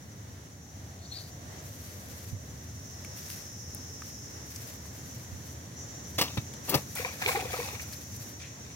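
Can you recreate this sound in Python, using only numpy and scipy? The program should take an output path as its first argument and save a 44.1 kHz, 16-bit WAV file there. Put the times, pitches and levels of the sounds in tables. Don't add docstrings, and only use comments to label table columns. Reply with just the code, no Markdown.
import sys
import numpy as np
from scipy import signal
from scipy.fft import rfft, irfft, next_fast_len
from scipy.io import wavfile
from scipy.ndimage import map_coordinates

SR = 44100
rng = np.random.default_rng(int(sys.argv[2]) if len(sys.argv) > 2 else 0)


def log_audio(samples):
    frames = np.atleast_2d(samples).T
    limited = np.clip(frames, -1, 1)
    pcm = np.round(limited * 32767).astype(np.int16)
    wavfile.write(sys.argv[1], SR, pcm)


N = 385875


def amp(db):
    return 10 ** (np.asarray(db) / 20)


def unit(x):
    return x / np.sqrt(np.mean(x ** 2) + 1e-20)


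def along(points, hz):
    f, v = np.transpose(points)
    return np.interp(np.log(hz + 1), np.log(f + 1), v)


def curves(rows):
    s, *cols = np.transpose(rows)
    return [np.interp(np.arange(N) / SR, s, c) for c in cols]


def wobble(rate):
    knots = rng.standard_normal(int(N * rate / SR) + 4)
    return map_coordinates(knots, [np.arange(N) * rate / SR])


def filtered(x, response):
    n = x.shape[-1]
    m = next_fast_len(n + SR // 10)
    return irfft(rfft(x, m) * response(np.fft.rfftfreq(m, 1 / SR)), m)[..., :n]


def add(track, s, sound):
    start = int(s * SR)
    track[start:start + len(sound)] += sound[:max(N - start, 0)]


def envelope(s, attack, hold, t60):
    t = np.maximum(np.arange(N) / SR - s, 0)
    return (1 - np.exp(-(t / attack) ** 2)) * amp(-60 * np.maximum(t - attack - hold, 0) / t60)


def together(gains):
    return np.sqrt(sum(gain ** 2 for gain in gains))


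def spread(pair):
    # pitch_hz, correlation (-1 to 1)
    likeness = [(60, 0.96), (150, 0.98), (300, 0.82), (600, 0.37), (1300, -0.3), (2500, 0.11),
                (16000, 0.037)]
    turn = lambda hz: np.arccos(np.clip(along(likeness, hz), -1, 1)) / 2
    mid, side = filtered(pair, lambda hz: np.array([np.cos(turn(hz)), np.sin(turn(hz))]))
    return np.array([mid + side, mid - side])


def rush(spectrum):
    noise = rng.standard_normal((2, N))
    return unit(spread(filtered(noise, lambda hz: amp(along(spectrum, hz)))))


def narrow(centre_hz, width_hz):
    carrier = np.exp(2j * np.pi * np.cumsum(centre_hz) / SR)
    return unit((carrier * (wobble(width_hz) + 1j * wobble(width_hz))).real)


def crackle(rate, scatter_db, size):
    strength = amp(scatter_db * np.clip(rng.standard_normal(size), -2, 2))
    return unit((rng.random(size) < rate / SR) * strength * rng.choice([-1, 1], size))


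def from_ahead(x, lag_ms, scatter_db, t60):
    # pitch_hz, left_minus_right_db
    balance = [(60, -14), (300, 2.5), (1000, 0.5), (3000, 2), (6500, 4), (14000, 6)]
    lag_s = lag_ms / 1000
    direct = filtered(x, lambda hz: np.exp(1j * np.pi * hz * lag_s * np.array([[1], [-1]])))
    t = np.arange(SR // 8) / SR
    tails = unit(rng.standard_normal((2, 2, len(t))) * amp(-60 * t / t60)) / np.sqrt(len(t))
    turn = 2 * np.pi * 2 * np.arange(N) / SR
    shares = [np.cos(turn), np.sin(turn)]
    echo = sum(signal.oaconvolve((x * share)[None], spread(tail), axes=1)[:, :N]
               for share, tail in zip(shares, tails))
    sides = np.array([[.5], [-.5]])
    return filtered(direct + amp(scatter_db) * echo, lambda hz: amp(along(balance, hz) * sides))


def outdoors():
    # time_s, rumble_level_db
    drift = [(0, -47), (.7, -48), (1.5, -45), (4, -46), (7.7, -44), (8.75, -47.5)]
    # pitch_hz, density_db (per Hz)
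    rumble_colour = [(22, -52), (36, -16), (52, -23), (68, -3.5), (88, 2.5), (125, -2), (168, -7.5),
                     (280, -11.5), (400, -28), (600, -39)]
    # pitch_hz, density_db (per Hz)
    air_colour = [(200, -8), (300, 0.5), (550, -1.5), (900, -6.5), (1400, -8.5), (1950, -6), (2400, -14.5),
                  (4000, -13.5), (9000, -19.5), (13000, -22), (16000, -20.5)]
    level_db, = curves(drift)
    rumble = amp(level_db + 0.93 * wobble(7.6)) * rush(rumble_colour)
    air_db = -51.5 + level_db - level_db.mean()
    air = amp(air_db + 1.48 * wobble(6.4)) * rush(air_colour)
    swell_s = 0.46
    swell_hz = 777 - 140 * (np.arange(N) / SR - swell_s)
    swell = amp(-63) * envelope(swell_s, attack=0.23, hold=1.7, t60=1.3)
    return rumble + air + swell * narrow(swell_hz, width_hz=240)


def insects():
    # time_s, level_db
    chorus_level = [(0, -58.5), (1.5, -54), (5.55, -50.5), (5.755, -55.5), (5.772, -46.5), (6.1, -49),
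                    (8, -48), (8.75, -51.5)]
    # centre_hz, width_hz, level_db
    wing_modes = [(5666, 107, -7), (5867, 8.1, 7), (6080, 12, 3.5), (6250, 94, -7.5), (6990, 400, -8),
                  (5960, 700, -8.5)]
    # pitch_hz, density_db (per Hz)
    solo_colour = [(4700, -70), (5150, -8), (5600, -7.5), (6300, -9), (6800, -15.5), (7400, -30)]
    wings = lambda hz: sum(amp(db) * np.exp(-.5 * ((hz - centre) / width) ** 2)
                           for centre, width, db in wing_modes)
    shrill = unit(filtered(rng.standard_normal((2, N)), wings))
    chorus = amp(curves(chorus_level)[0] + 1.15 * wobble(40)) * shrill
    phrase = envelope(2.44, attack=0.48, hold=1.35, t60=2.9)
    return chorus + phrase * amp(-48.5 + 0.31 * wobble(70)) * rush(solo_colour)


def leaves():
    # pitch_hz, density_db (per Hz)
    leaf_colour = [(400, -56), (1200, -2), (2000, 2), (3000, -3.5), (5000, 1.5), (9000, -1.5), (14000, 3.5),
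                   (16000, -4.5)]
    # start_s, hold_s, level_db
    strokes = [(1.06, 0.18, -56.5), (1.592, 0.65, -51.5), (2.395, 3.1, -62.5), (3.13, 0.24, -48),
               (3.985, .04, -49), (4.433, 0.26, -49.5), (4.78, 0.7, -56), (6.004, 0.36, -55.5),
               (6.625, 0.096, -40), (6.83, 1.42, -51)]
    clicks = np.array([crackle(rate=2200, scatter_db=1.5, size=N) for _ in range(2)])
    rustle = unit(spread(filtered(clicks, lambda hz: amp(along(leaf_colour, hz)))))
    brushing = together(amp(db) * envelope(s, attack=0.046, hold=hold, t60=0.35)
                        for s, hold, db in strokes)
    lean_db = np.array([[1.2], [-1.2]])
    return rustle * brushing * amp(2.6 * wobble(45) + lean_db)


def ticks():
    # start_s, peak_db (before scattering), centre_hz, width_octaves, t60_s
    snaps = [(3.048, -36, 2340, 0.19, 0.014), (3.0487, -30.5, 7000, 1.2, 0.0088),
             (3.302, -23.5, 9050, 2.6, 0.0055), (3.748, -19.5, 12800, 0.36, 0.0039),
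             (4.021, -32, 1500, 0.29, 0.014), (4.561, -28, 6500, 0.47, 0.011),
             (4.854, -42, 990, 0.65, 0.019), (6.282, -30, 3100, 0.15, 0.0077),
             (6.536, -37.5, 3500, 1.9, 0.046), (6.953, -24.5, 14000, 0.97, 0.04),
             (7.82, -28.5, 9000, 1.8, 0.016), (7.932, -33, 5130, 0.29, .04),
             (8.163, -32, 9900, 0.86, 0.032), (8.433, -42, 2260, 0.38, .2)]
    out, t = np.zeros(N), np.arange(SR // 8) / SR
    for s, db, centre_hz, octaves, t60 in snaps:
        band = lambda hz: np.exp(-.5 * (np.log2((hz + 1) / centre_hz) / octaves) ** 2)
        burst = amp(-60 * t / t60) * filtered(rng.standard_normal(len(t)), band)
        add(out, s, amp(db) * burst / np.abs(burst).max())
    return from_ahead(out, lag_ms=.02, scatter_db=-7, t60=.02)


def squeak():
    # time_s, pitch_hz, level_db, roughness (0 to 1)
    path = [(.99, 4050, -67, .9), (1.06, 4400, -54, .65), (1.082, 4400, -66, .9), (1.116, 4100, -53, .5),
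            (1.123, 4190, -39, .1), (1.136, 4260, -46.5, .55), (1.172, 4680, -42, .55),
            (1.187, 4400, -44.5, .9), (1.225, 4600, -53, .9), (1.3, 4700, -63, .85)]
    pitch_hz, db, rough = curves(path)
    t = np.arange(N) / SR
    tone = unit(np.sin(2 * np.pi * np.cumsum(pitch_hz) / SR))
    close = narrow(pitch_hz, width_hz=720)
    lower = amp(1) * narrow(pitch_hz - 200, width_hz=1600)
    broad = amp(-6.5) * narrow(pitch_hz, width_hz=12000)
    rasp = unit(close + lower + broad)
    sounding = (t > path[0][0]) * (t < path[-1][0])
    voice = amp(db) * sounding * (np.sqrt(1 - rough) * tone + np.sqrt(rough) * rasp)
    heard = from_ahead(voice * amp(1.5 * wobble(400)), lag_ms=.05, scatter_db=-8, t60=.06)
    return amp(np.array([[2], [-2]])) * heard


def smack(db, rise, t60, tilt):
    # pitch_hz, density_db (per Hz)
    skin_colour = [(35, -32), (170, 5), (450, 4), (1200, 4.5), (1600, 0), (2200, 6), (5000, 6),
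                   (7500, -6.5), (10000, -6), (15000, -1)]
    t = np.arange(SR // 4) / SR
    colour = lambda hz: amp(along(skin_colour, hz) + tilt * np.log2(1 + hz / 400))
    crack = amp(14) * (np.arange(len(t)) == SR // 1000)
    grains = crackle(rate=3200, scatter_db=3.5, size=len(t))
    burst = unit(filtered(crack + grains, colour))
    settling = amp(-25 - 60 * t / .2)
    swell = (1 - np.exp(-t / rise)) * (amp(-60 * t / t60) + settling)
    return amp(db - 8.5) * burst * swell / swell.max()


def flops():
    # start_s, nominal_peak_db, rise_s, t60_s, tilt_db_per_octave
    slaps = [(6.181, -16, 0.015, 0.087, -0.2), (6.2123, -10.5, 0.00051, 0.094, -0.3),
             (6.24, -30, 0.0013, 0.47, -2), (6.3723, -21.5, 0.00029, 0.074, -4.5),
             (6.675, -30, 0.035, 0.25, -5), (6.693, -16.5, 0.003, 0.068, 8),
             (6.692, -30, 0.0022, 0.082, -7), (6.716, -25.5, .006, 0.16, -7),
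             (6.734, -21.5, 0.00081, 0.035, -7), (6.7421, -10, 0.00028, 0.031, -0.5),
             (6.7498, -10.5, 0.00054, 0.03, 4), (6.752, -22.5, 0.0016, 0.16, -6)]
    # start_s, nominal_peak_db, pitch_hz, t60_s
    thuds = [(2.325, -25, 107, 0.12), (5.321, -31.5, 86, 0.15), (6.38, -13, 111, 0.042),
             (6.7531, -12, 133, 0.047)]
    # start_s, level_db
    knocks = [(6.213, -41), (6.3726, -34), (6.735, -36), (6.7408, -22), (6.7484, -22.5)]
    # pitch_hz, relative_level_db
    bank_modes = [(295, 2.5), (425, 3), (540, -0.5), (800, -4.5), (1000, -2), (1220, 0)]
    # time_s, left_minus_right_db
    fish_side = [(6.2, -0.5), (6.75, 3.5)]
    skin, body, t = np.zeros(N), np.zeros(N), np.arange(SR // 4) / SR

    def ring(db, hz, t60):
        return amp(db - 60 * t / t60) * (1 - np.exp(-2 * t * hz)) * np.sin(2 * np.pi * hz * t)

    for s, db, rise, t60, tilt in slaps:
        add(skin, s, smack(db, rise, t60, tilt))
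    for s, db, hz, t60 in thuds:
        add(body, s, ring(db, hz, t60))
    for s, db in knocks:
        add(body, s, sum(ring(db + mode_db + rng.normal(0, 2), hz * rng.normal(1, 0.025), t60=0.04)
                         for hz, mode_db in bank_modes))
    heard_skin = from_ahead(skin, lag_ms=.11, scatter_db=-5, t60=.016)
    heard_body = from_ahead(body, lag_ms=.2, scatter_db=-12, t60=.03)
    return (heard_skin + heard_body) * amp(curves(fish_side)[0] * np.array([[.5], [-.5]]))


def bubble(hz, cycles, glide):
    life_s = cycles / hz
    u = np.arange(int(SR * life_s)) / (SR * life_s)
    ring = amp(-60 * u) * (1 - np.exp(-(u / 0.058) ** 2))
    return ring / ring.max() * np.sin(2 * np.pi * cycles * (u + glide * u * u / 2))


def gulps():
    # time_s, nominal_peak_db, pitch_hz
    pockets = [(6.997, -31, 480), (7.007, -34, 2280), (7.047, -39, 500), (7.05, -25.5, 990),
               (7.079, -34, 1100), (7.222, -30, 735), (7.26, -32.5, 430), (7.2625, -24, 2280),
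               (7.275, -31, 462), (7.278, -32, 790), (7.286, -37, 2150), (7.289, -29.5, 476),
               (7.292, -21, 1050), (7.309, -30, 770), (7.347, -35, 367), (7.351, -19.5, 784),
               (7.362, -28, 736), (7.37, -28.5, 452), (7.394, -27, 740), (7.423, -28.5, 732),
               (7.426, -35, 397), (7.454, -31, 490), (7.537, -33.5, 502), (7.542, -32.5, 696),
               (7.543, -26, 1220), (7.590, -31, 468), (7.601, -33, 970), (7.611, -37, 475),
               (7.730, -43, 425)]
    out = np.zeros(N)
    for s, db, hz in pockets:
        add(out, s - .002, amp(db) * bubble(hz, cycles=24.6, glide=0.07))
        for delay, split, strength in rng.random((6, 3)):
            small = bubble(hz * 2 ** (0.18 + 1.8 * split), cycles=9, glide=.2)
            add(out, s + .028 * delay, amp(db - 8 - 13 * strength) * small)
    return out * amp(2.4 * wobble(330))


def splats():
    # start_s, level_db, centre_hz, t60_s
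    sheets = [(6.982, -30, 2010, 0.066), (7.047, -30.5, 2000, 0.056), (7.2225, -23, 1900, 0.022),
              (7.2618, -22.5, 2810, 0.024), (7.2917, -37, 1500, 0.049), (7.355, -27.5, 1600, 0.056),
              (7.516, -40, 2000, 0.034), (7.531, -33, 1700, 0.065), (7.794, -33, 2020, 0.037)]
    out, t = np.zeros(N), np.arange(SR // 8) / SR
    for s, db, centre_hz, t60 in sheets:
        band = lambda hz: 1 / (1 + (np.log2((hz + 1) / centre_hz) / 0.76) ** 2) ** 2.1
        clump = unit(filtered(crackle(rate=2300, scatter_db=6, size=len(t)), band))
        add(out, s, amp(db - 60 * t / t60) * (1 - np.exp(-t / .0005)) * clump)
    return out


def froth(count):
    out, start_s, end_s = np.zeros(N), 6.95, 8.0
    for when, size, strength in rng.random((count, 3)):
        ring = bubble(2800 * 2 ** (-2.5 * size ** 1.4), cycles=21, glide=0.2)
        add(out, start_s + when * (end_s - start_s), amp(-20 * strength) * ring)
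    return out / out[int(start_s * SR):int(end_s * SR)].std()


def thrown(s):
    attack_s, flight_s = 0.0083, 0.234
    fall = amp(-9.5) * envelope(s + flight_s, attack_s, hold=0.13, t60=0.9)
    return envelope(s, attack_s, hold=0.012, t60=0.52) + fall


def splash():
    # start_s, churn_db, mist_db
    tail_beats = [(6.951, -39.5, -40), (7.045, -42, -62), (7.205, -39, -48), (7.265, -34.5, -36.5),
                  (7.35, -41, -62), (8.391, -46.5, -78)]
    # pitch_hz, density_db (per Hz)
    water_colour = [(200, -13), (500, -5), (1600, 1), (2300, 3), (3100, 3.5), (7000, -3.5), (10300, -12.5),
                    (15500, -35)]
    # pitch_hz, density_db (per Hz)
    mist_colour = [(2500, -11), (4500, 2), (12000, -1.5), (16000, 3)]
    # pitch_hz, gain_db
    tone_balance = [(510, 1), (620, -8), (740, -2), (1400, -3), (1600, -4), (2450, 5.5), (2950, -6),
                    (3400, 0.5)]
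    beats = [(thrown(s), churn_db, mist_db) for s, churn_db, mist_db in tail_beats]
    churning = together(gain * amp(db) for gain, db, _ in beats)
    misting = together(gain * amp(db) for gain, _, db in beats)

    def drops(spectrum, rate):
        grains = crackle(rate, scatter_db=2.5, size=N)
        return unit(filtered(grains, lambda hz: amp(along(spectrum, hz))))

    def churn():
        surge = churning * amp(2.6 * wobble(90))
        body = amp(-8) * drops(water_colour, rate=520) + amp(-4) * froth(count=640)
        return surge * body + amp(-2.5) * misting * drops(mist_colour, rate=2000)

    pockets = from_ahead(gulps() + splats(), lag_ms=.19, scatter_db=-8, t60=.07)
    spray = from_ahead(churn(), lag_ms=0.19, scatter_db=0.0, t60=0.082)
    spray = spray + from_ahead(churn(), lag_ms=0.092, scatter_db=-1.5, t60=.06)
    return filtered(pockets + spray, lambda hz: amp(along(tone_balance, hz)))


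def scene():
    return outdoors() + insects() + leaves() + ticks() + squeak() + flops() + splash()


def record(dry):
    top_hz = 15950
    return filtered(dry, lambda hz: (hz < top_hz) * (1 - 1 / (1 + (hz / 42) ** 6)))


dry = scene()
out = record(dry)
log_audio(out)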